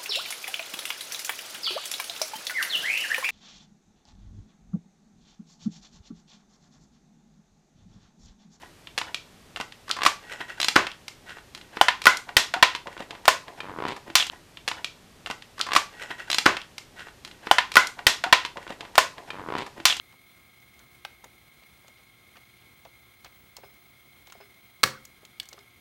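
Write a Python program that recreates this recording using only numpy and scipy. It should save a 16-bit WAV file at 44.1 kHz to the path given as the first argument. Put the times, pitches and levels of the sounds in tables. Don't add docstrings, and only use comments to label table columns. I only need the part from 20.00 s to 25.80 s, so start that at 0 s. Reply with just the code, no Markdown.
import sys
import numpy as np
from scipy import signal
from scipy.fft import rfft, irfft, next_fast_len
from scipy.io import wavfile

SR = 44100
rng = np.random.default_rng(int(sys.argv[2]) if len(sys.argv) > 2 else 0)


def wav_out(sig):
    wavfile.write(sys.argv[1], SR, np.round(np.clip(np.atleast_2d(sig).T, -1, 1) * 32767).astype(np.int16))


N = 255868
TIME = np.arange(N) / SR
AGE = TIME[:SR // 2]

# (frequency [Hz], relative density [dB per Hz])
FLOOR_COLOUR = [(20, -26.5), (35, -16.5), (55, 2.5), (125, -0.5), (170, -2.5), (220, -2), (330, -7),
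                (500, -10.5), (1000, -14), (3000, -17.5), (6300, -24), (9300, -22.5), (11000, -25),
                (14200, -25), (16000, -18)]
# (frequency [Hz], t60 [s])
ROOM_T60 = [(100, 0.84), (500, 0.24), (1500, 0.31), (4000, 0.28), (8000, 0.23), (16000, 0.11)]
# (frequency [Hz], relative level [dB])
ROOM_COLOUR = [(60, -13), (130, 4), (280, 6), (500, 3), (750, -1), (1300, -1.5), (4000, -1.5), (8000, -1),
               (16000, 0)]
# (time [s], level before gain and waver [dB rms])
WHISTLE_COURSE = [(0, -74.1), (0.5, -69), (1.2, -74), (1.65, -69.7), (2.0, -74.6), (3.5, -65.5),
                  (4.75, -67.2), (5.2, -72.9), (5.75, -83)]
# (multiple of HUM_HZ [1], level before unsteadiness [dB rms])
DRUM_ORDERS = [(1, -82), (2, -73), (6, -76), (12, -82), (15, -84), (18, -76.5), (21, -76.5), (23, -82.5),
               (27, -79), (33, -80), (34, -79.5), (35, -80), (36, -66.5), (37, -73.5), (38, -87), (39, -80),
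               (54, -78.5), (69, -82), (104, -86)]
# (nominal frequency [Hz], level [dB rms])
GEAR_TONES = [(2122, -76), (2140, -90.5), (2181, -80), (2193, -76), (2206, -79), (2229, -80)]
# (frequency [Hz], width [Hz], relative level [dB])
CHASSIS_RESONANCES = [(730, 94, -8.5), (1330, 210, -9.5), (1690, 99, -15), (2150, 125, 1), (2440, 130, -11),
                      (2855, 170, -13.5), (3212, 84, -7), (3464, 51, -7.5), (3630, 124, -10),
                      (4100, 130, -10), (4230, 47, -18), (4800, 120, -14.5), (5050, 90, -18.5),
                      (5730, 100, -16), (6380, 460, -20.5), (6970, 95, -18.5), (8700, 550, -18.5),
                      (10540, 450, -16.5), (11600, 430, -16), (12350, 300, -17), (14100, 500, -15.5)]
# (time [s], click level [dB], bright edge level [dB], click colour factor [1])
TICKS = [(.1242, -52, -63, .8), (.792, -53, -51, 1), (1.2428, -42.5, -44, .6), (1.636, -51, -64, .75),
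         (1.881, -46, -51, .7), (2.3689, -45, -57, .7), (2.8505, -45, -60, .85), (3.246, -41, -47, 1.05),
         (3.567, -38.5, -40, 1.25), (4.2712, -47, -52, .9), (4.2995, -44, -56, .85),
         (4.323, -43.5, -43, .9), (5.052, -46, -40, 1.2), (5.251, -45, -47, 1), (5.4306, -50, -49, 1.2),
         (5.4557, -51, -50, 1), (5.4885, -47, -42, 1.1), (5.5299, -39.5, -46, 1.05), (5.590, -50, -59, 1.1)]
# (frequency before the factor [Hz], relative density [dB per Hz])
CLICK_COLOUR = [(200, -14), (700, -4), (2200, -2), (3500, 4), (4600, 1), (6500, -6), (11000, -28)]
# (frequency [Hz], relative density [dB per Hz])
EDGE_COLOUR = [(4000, -20), (6500, 5.5), (10000, -8.5), (16000, -5)]
# (time [s], length [s], level before the swell [dB], colour factor [1])
SCRAPES = [(.122, .026, -57, .28), (.795, .035, -58, .35), (1.612, .036, -58, .65), (1.968, .028, -60, .85),
           (2.35, .035, -58, .45), (2.565, .03, -63, .9), (2.613, .016, -59, .75), (3.25, .028, -53, .7),
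           (3.621, .03, -58, .4), (4.39, .055, -58, .7), (5.412, .045, -59, .5), (5.568, .028, -56, .36)]
# (time [s], level [dB], pitch factor [1])
KNOCKS = [(1.2392, -44.5, 1.1), (1.255, -51, .7), (1.621, -56, 1.15), (1.844, -53, 1.1), (1.885, -56, .9),
          (1.992, -58, 1.1), (2.356, -50, 2.1), (2.371, -53, 1), (2.852, -43, .95), (3.247, -45, 1.8),
          (3.257, -49, 1), (3.571, -50, 1.4), (4.274, -52, 1.2), (4.322, -46, 1.9), (5.228, -50, .7),
          (5.538, -49, .65)]
# (frequency before the factor [Hz], relative level [dB], t60 [s])
HOUSING_MODES = [(430, -9, .06), (560, -2, .04), (720, 1, .035), (880, -4, .03), (1230, -8, .03)]
# (frequency before the factor [Hz], relative density [dB per Hz])
KNOCK_COLOUR = [(130, -20), (320, -9), (470, 0), (800, 0), (1250, -2), (1700, -6), (2500, -13), (5700, -22),
                (15000, -45)]
# (lift time [s], lift knock level [dB], landing knock level [dB],
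# landing pitch factor [1], spring level at the landing [dB])
SWINGS = [(3.583, -48, -39, 1, -53.5), (4.351, -48, -42, 1.15, -51), (5.524, -49, -48, 1.6, -56.5)]
# (frequency [Hz], relative level [dB], t60 [s])
SPRING_MODES = [(403, 2, 0.24), (654, -2, 0.14), (1190, -4.5, .12), (1480, -5, 0.13), (5090, -4, 0.21)]
# (time [s], level at the height of the slip [dB rms], mean squeak frequency [Hz])
SLIPS = [(4.912, -46, 1140), (4.938, -46, 1190), (4.955, -46, 1340), (4.978, -49, 1560)]
# (frequency [Hz], relative level [dB], t60 [s])
LEVER_MODES = [(603, -4, 0.017), (818, 0.5, 0.032), (1210, -5, .025), (1314, -7, 0.049), (1570, 0.5, 0.027),
               (1880, -12, 0.02), (2064, -2, 0.026), (2510, -1, 0.024), (2930, 2, 0.018), (3290, -8, 0.026),
               (4400, -5, 0.014)]
# (time [s], ring level [dB], crack level [dB])
LEVER_BLOWS = [(1.0497, -32.3, -34)]
# (frequency [Hz], relative density [dB per Hz])
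LEVER_CRACK = [(200, -22), (500, -3), (900, -2), (1700, -4), (3200, 1), (4900, -1), (6800, -12), (9300, -9),
               (15000, -19)]
# (frequency [Hz], relative level [dB], t60 [s])
PAWL_MODES = [(1690, -15, 0.024), (2250, -7, 0.03), (2900, -2, 0.017), (3400, 0, 0.022), (4300, 1, 0.015),
              (4770, -2, 0.021), (5590, -13, 0.021), (8240, -8, .012)]
# (time [s], ring level [dB], crack level [dB])
PAWL_BLOWS = [(5.3992, -26.5, -32), (5.4012, -41, -33)]
# (frequency [Hz], relative density [dB per Hz])
PAWL_CRACK = [(300, -20), (1200, -13), (2500, -3), (4600, 1), (6200, -11), (9500, -7), (15000, -16)]
# (frequency [Hz], relative level [dB], t60 [s])
CASE_MODES = [(93.3, 4, .14), (131, 1, 0.36), (174.7, 3.5, 0.16), (210.7, -3.5, 0.36), (398, -0.5, 0.3),
              (503, -5, 0.25), (526, -1, 0.45), (760, -5, 0.27), (1141, -4, .26), (1414, -12, 0.34),
              (1857, -9, .3), (1927, -2, 0.34)]
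# (frequency [Hz], relative density [dB per Hz])
CLATTER_COLOUR = [(60, -24), (300, -15), (600, -7), (900, -3), (1200, 1), (1700, -3), (2300, -5),
                  (3000, -9), (4200, -6), (6500, -9), (10000, -14), (16000, -17)]
# (frequency [Hz], relative level [dB], t60 [s])
LATCH_MODES = [(466, -15, 0.038), (637, -13.5, 0.038), (790, -12.5, 0.034), (1165, 3, 0.034),
               (1340, 0, 0.03), (1645, 2, 0.036), (1713, 0, 0.026), (2237, 1.5, .024), (2530, -14, .018),
               (3470, -10, 0.018), (3710, -4, 0.018), (4090, 0.5, 0.015), (4725, -3, 0.02),
               (5850, -5.5, 0.021), (8880, -8.5, 0.0077)]
# (time [s], ring level before seating [dB], crack level before seating [dB])
LATCH_BLOWS = [(4.8323, -19, -16), (4.8345, -36, -20), (4.8369, -13, -10), (4.8395, -30.5, -21),
               (4.8495, -31, -31), (4.8605, -31, -32), (4.8745, -31, -38)]
# (frequency [Hz], relative density [dB per Hz])
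LATCH_CRACK = [(40, -45), (150, -19), (280, -18), (500, -7), (1000, -4), (2400, -3.5), (3100, -2.5),
               (4100, 0), (5000, -3), (6800, -8.5), (8700, -6.5), (10300, -12.5), (13000, -15),
               (16000, -15)]

HUM_HZ = 59.81
WHISTLE_HZ = 15735
BAND_LIMIT_HZ = 16100
TICK_T60, KNOCK_T60 = 0.028, 0.075
SWING_S, LANDING_RISE_S = 0.051, 0.006
LIFT_TWANG_DB = -10
SLIP_S = 0.005


def amp(db):
    return 10 ** (np.asarray(db) / 20)


def unit(x):
    return x / np.sqrt(np.mean(x ** 2) + 1e-20)


def read(points, hz):
    f, value = np.transpose(points)
    return np.interp(np.log(hz + 1), np.log(f + 1), value)


def add(mix, s, sound):
    part = mix[round(s * SR):][:len(sound)]
    part += sound[:len(part)]


def noise(spectrum, size):
    full = next_fast_len(size)
    hz = np.fft.rfftfreq(full, 1 / SR)
    phase = 2 * np.pi * rng.random(len(hz))
    bins = amp(read(spectrum, hz)) * np.exp(1j * phase)
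    return unit(irfft(bins, full)[:size])


def drift(rate):
    steps = TIME * 2 * rate
    knots = rng.standard_normal(2000)
    return unit(np.interp(steps, np.arange(len(knots)), knots))


def fade(t60):
    return np.exp(-np.log(1000) * AGE / np.maximum(t60, 1e-3))


def onset(rise):
    return 1 - np.exp(-AGE / rise)


def tone(cycles, db):
    return np.sqrt(2) * amp(db) * np.sin(2 * np.pi * (cycles + rng.random()))


def ring(modes):
    out = np.zeros(len(AGE))
    for k, (hz, db, t60) in enumerate(modes):
        out += (-1) ** k * amp(db) * fade(t60) * np.sin(2 * np.pi * hz * AGE)
    return out


def burst(spectrum, t60, rise):
    return noise(spectrum, len(AGE)) * fade(t60) * onset(rise)


def strike(blows, modes, crack, crack_t60):
    out = np.zeros(N)
    for s, ring_db, crack_db in blows:
        crack_sound = noise(crack, len(AGE)) * fade(crack_t60)
        add(out, s, amp(ring_db) * ring(modes) + amp(crack_db) * crack_sound)
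    return out


def chassis(x, lowest_hz=0):
    full = next_fast_len(N)
    hz = np.fft.rfftfreq(full, 1 / SR)
    power = np.zeros(len(hz))
    for f, width, db in CHASSIS_RESONANCES:
        if f >= lowest_hz:
            power += amp(2 * db) / (1 + ((hz - f) / width) ** 2) ** 2
    return unit(irfft(rfft(x, full) * np.sqrt(power), full)[:N])


def room(x, build=0.0044):
    hz, t, z = signal.stft(rng.standard_normal(len(AGE)), SR, nperseg=256)
    decay = np.exp(-np.log(1000) * t / read(ROOM_T60, hz)[:, None])
    z = z * amp(read(ROOM_COLOUR, hz))[:, None] * decay
    tail = signal.istft(z, SR, nperseg=256)[1][:len(AGE)]
    tail = tail * (1 - np.exp(-(AGE / build) ** 2))
    return signal.fftconvolve(x, tail / np.linalg.norm(tail))[:N]


def hiss(level_db=-62.0, flicker_db=1.64):
    return amp(level_db + flicker_db * drift(25)) * noise(FLOOR_COLOUR, N)


def whistle(gain_db=1.0, waver_db=2.2):
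    course_db = np.interp(TIME, *np.transpose(WHISTLE_COURSE))
    return tone(WHISTLE_HZ * TIME, gain_db + course_db + waver_db * drift(10))


def drum(wander=0.0003006, rasp_db=-68, unsteady_db=1.5):
    cycles = HUM_HZ * np.cumsum(1 + wander * drift(3.11)) / SR
    orders = sum(tone(k * cycles, db + unsteady_db * drift(12)) for k, db in DRUM_ORDERS)
    bearing = rng.standard_normal(round(2 * SR / HUM_HZ))
    rasp = np.interp(cycles / 2 % 1, np.linspace(0, 1, len(bearing)), bearing)
    return orders + amp(rasp_db) * chassis(rasp, lowest_hz=2350)


def gears(wander=0.00126, rub_db=-62.5, flutter_db=2):
    clock = np.cumsum(1 + wander * drift(4)) / SR
    teeth = sum(tone(hz * clock, db) for hz, db in GEAR_TONES)
    rub = rng.standard_normal(N) * amp(flutter_db * drift(60))
    return teeth + amp(rub_db) * chassis(rub)


def tick(click_db, edge_db, factor=1):
    click = amp(click_db) * noise(np.multiply(CLICK_COLOUR, [factor, 1]), len(AGE))
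    edge = amp(edge_db) * noise(EDGE_COLOUR, len(AGE))
    return (click + edge) * fade(TICK_T60)


def backlash(count=12, click_db=-61, edge_db=-71, spread_db=3.5):
    out = np.zeros(N)
    for when, size in rng.random((count, 2)):
        add(out, when * N / SR, amp(spread_db * (2 * size - 1)) * tick(click_db, edge_db))
    return out


def ticks():
    out = np.zeros(N)
    for s, click_db, edge_db, factor in TICKS:
        add(out, s, tick(click_db, edge_db, factor))
    return out


def scrapes(grain_db=4):
    out = np.zeros(N)
    for s, length, db, factor in SCRAPES:
        swell = signal.windows.hann(round(length * SR)) ** .5
        grains = unit(amp(grain_db * drift(150)[:len(swell)]))
        rub = noise(np.multiply(CLICK_COLOUR, [factor, 1]), len(swell))
        add(out, s, amp(db) * swell * grains * rub)
    return out


def knock(pitch=1, rise=0.001, dense_db=-4):
    modes = ring(np.multiply(HOUSING_MODES, [pitch, 1, 1])) * onset(rise)
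    dense = burst(np.multiply(KNOCK_COLOUR, [pitch, 1]), KNOCK_T60, rise)
    return modes + amp(dense_db) * dense


def knocks():
    out = np.zeros(N)
    for s, db, pitch in KNOCKS:
        add(out, s, amp(db) * knock(pitch))
    for s, lift_db, landing_db, pitch, _ in SWINGS:
        add(out, s, amp(lift_db) * knock())
        add(out, s + SWING_S, amp(landing_db) * knock(pitch, LANDING_RISE_S))
    return out


def spring(rise=0.0038):
    out = np.zeros(N)
    twang = ring(SPRING_MODES) * onset(rise)
    for s, *_, db in SWINGS:
        add(out, s, amp(db + LIFT_TWANG_DB) * twang)
        add(out, s + SWING_S, amp(db) * twang)
    return out


def creak(jitter=.11):
    times, _, hz = np.transpose(SLIPS)
    pitch = np.interp(TIME, times, hz) * (1 + jitter * drift(130))
    level = sum(amp(db) * np.exp(-((TIME - s) / SLIP_S) ** 2) for s, db, _ in SLIPS)
    return level * tone(np.cumsum(pitch) / SR, 0)


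def lever():
    return strike(LEVER_BLOWS, LEVER_MODES, LEVER_CRACK, crack_t60=0.026)


def pawl():
    return strike(PAWL_BLOWS, PAWL_MODES, PAWL_CRACK, crack_t60=0.018)


def jolt(s=4.838, level_db=-39, rise=0.0037):
    out = np.zeros(N)
    add(out, s, amp(level_db) * ring(CASE_MODES) * onset(rise))
    return out


def clatter(s=4.840, level_db=-26, t60=.13, lumps_db=4.5):
    out = np.zeros(N)
    lumps = unit(amp(lumps_db * drift(160)))[:len(AGE)]
    add(out, s, amp(level_db) * lumps * burst(CLATTER_COLOUR, t60, rise=.001))
    return out


def latch(seated_s=4.841, seated_db=-6):
    seated = np.clip((TIME - seated_s) / 0.0022, 0, 1)
    blows = strike(LATCH_BLOWS, LATCH_MODES, LATCH_CRACK, crack_t60=0.027)
    return blows * amp(seated_db * seated)


def scene(latch_room_db=-17, clatter_room_db=-2.5, lever_room_db=-14, small_room_db=-16.5):
    steady = hiss() + whistle() + drum() + gears()
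    small = backlash() + ticks() + scrapes() + knocks() + creak() + pawl()
    lever_blow, rattle, clack = lever(), clatter(), latch()
    to_room = amp(small_room_db) * small + amp(lever_room_db) * lever_blow
    to_room += amp(clatter_room_db) * rattle + amp(latch_room_db) * clack
    struck = small + spring() + lever_blow + jolt() + rattle + clack
    return (steady + struck + room(to_room))[None]


def record(dry):
    lowpass = signal.firwin(511, BAND_LIMIT_HZ, window=("kaiser", 9), fs=SR)
    return signal.oaconvolve(np.clip(dry, -1, 1), lowpass[None], "same")


dry = scene()
out = record(dry)
wav_out(out)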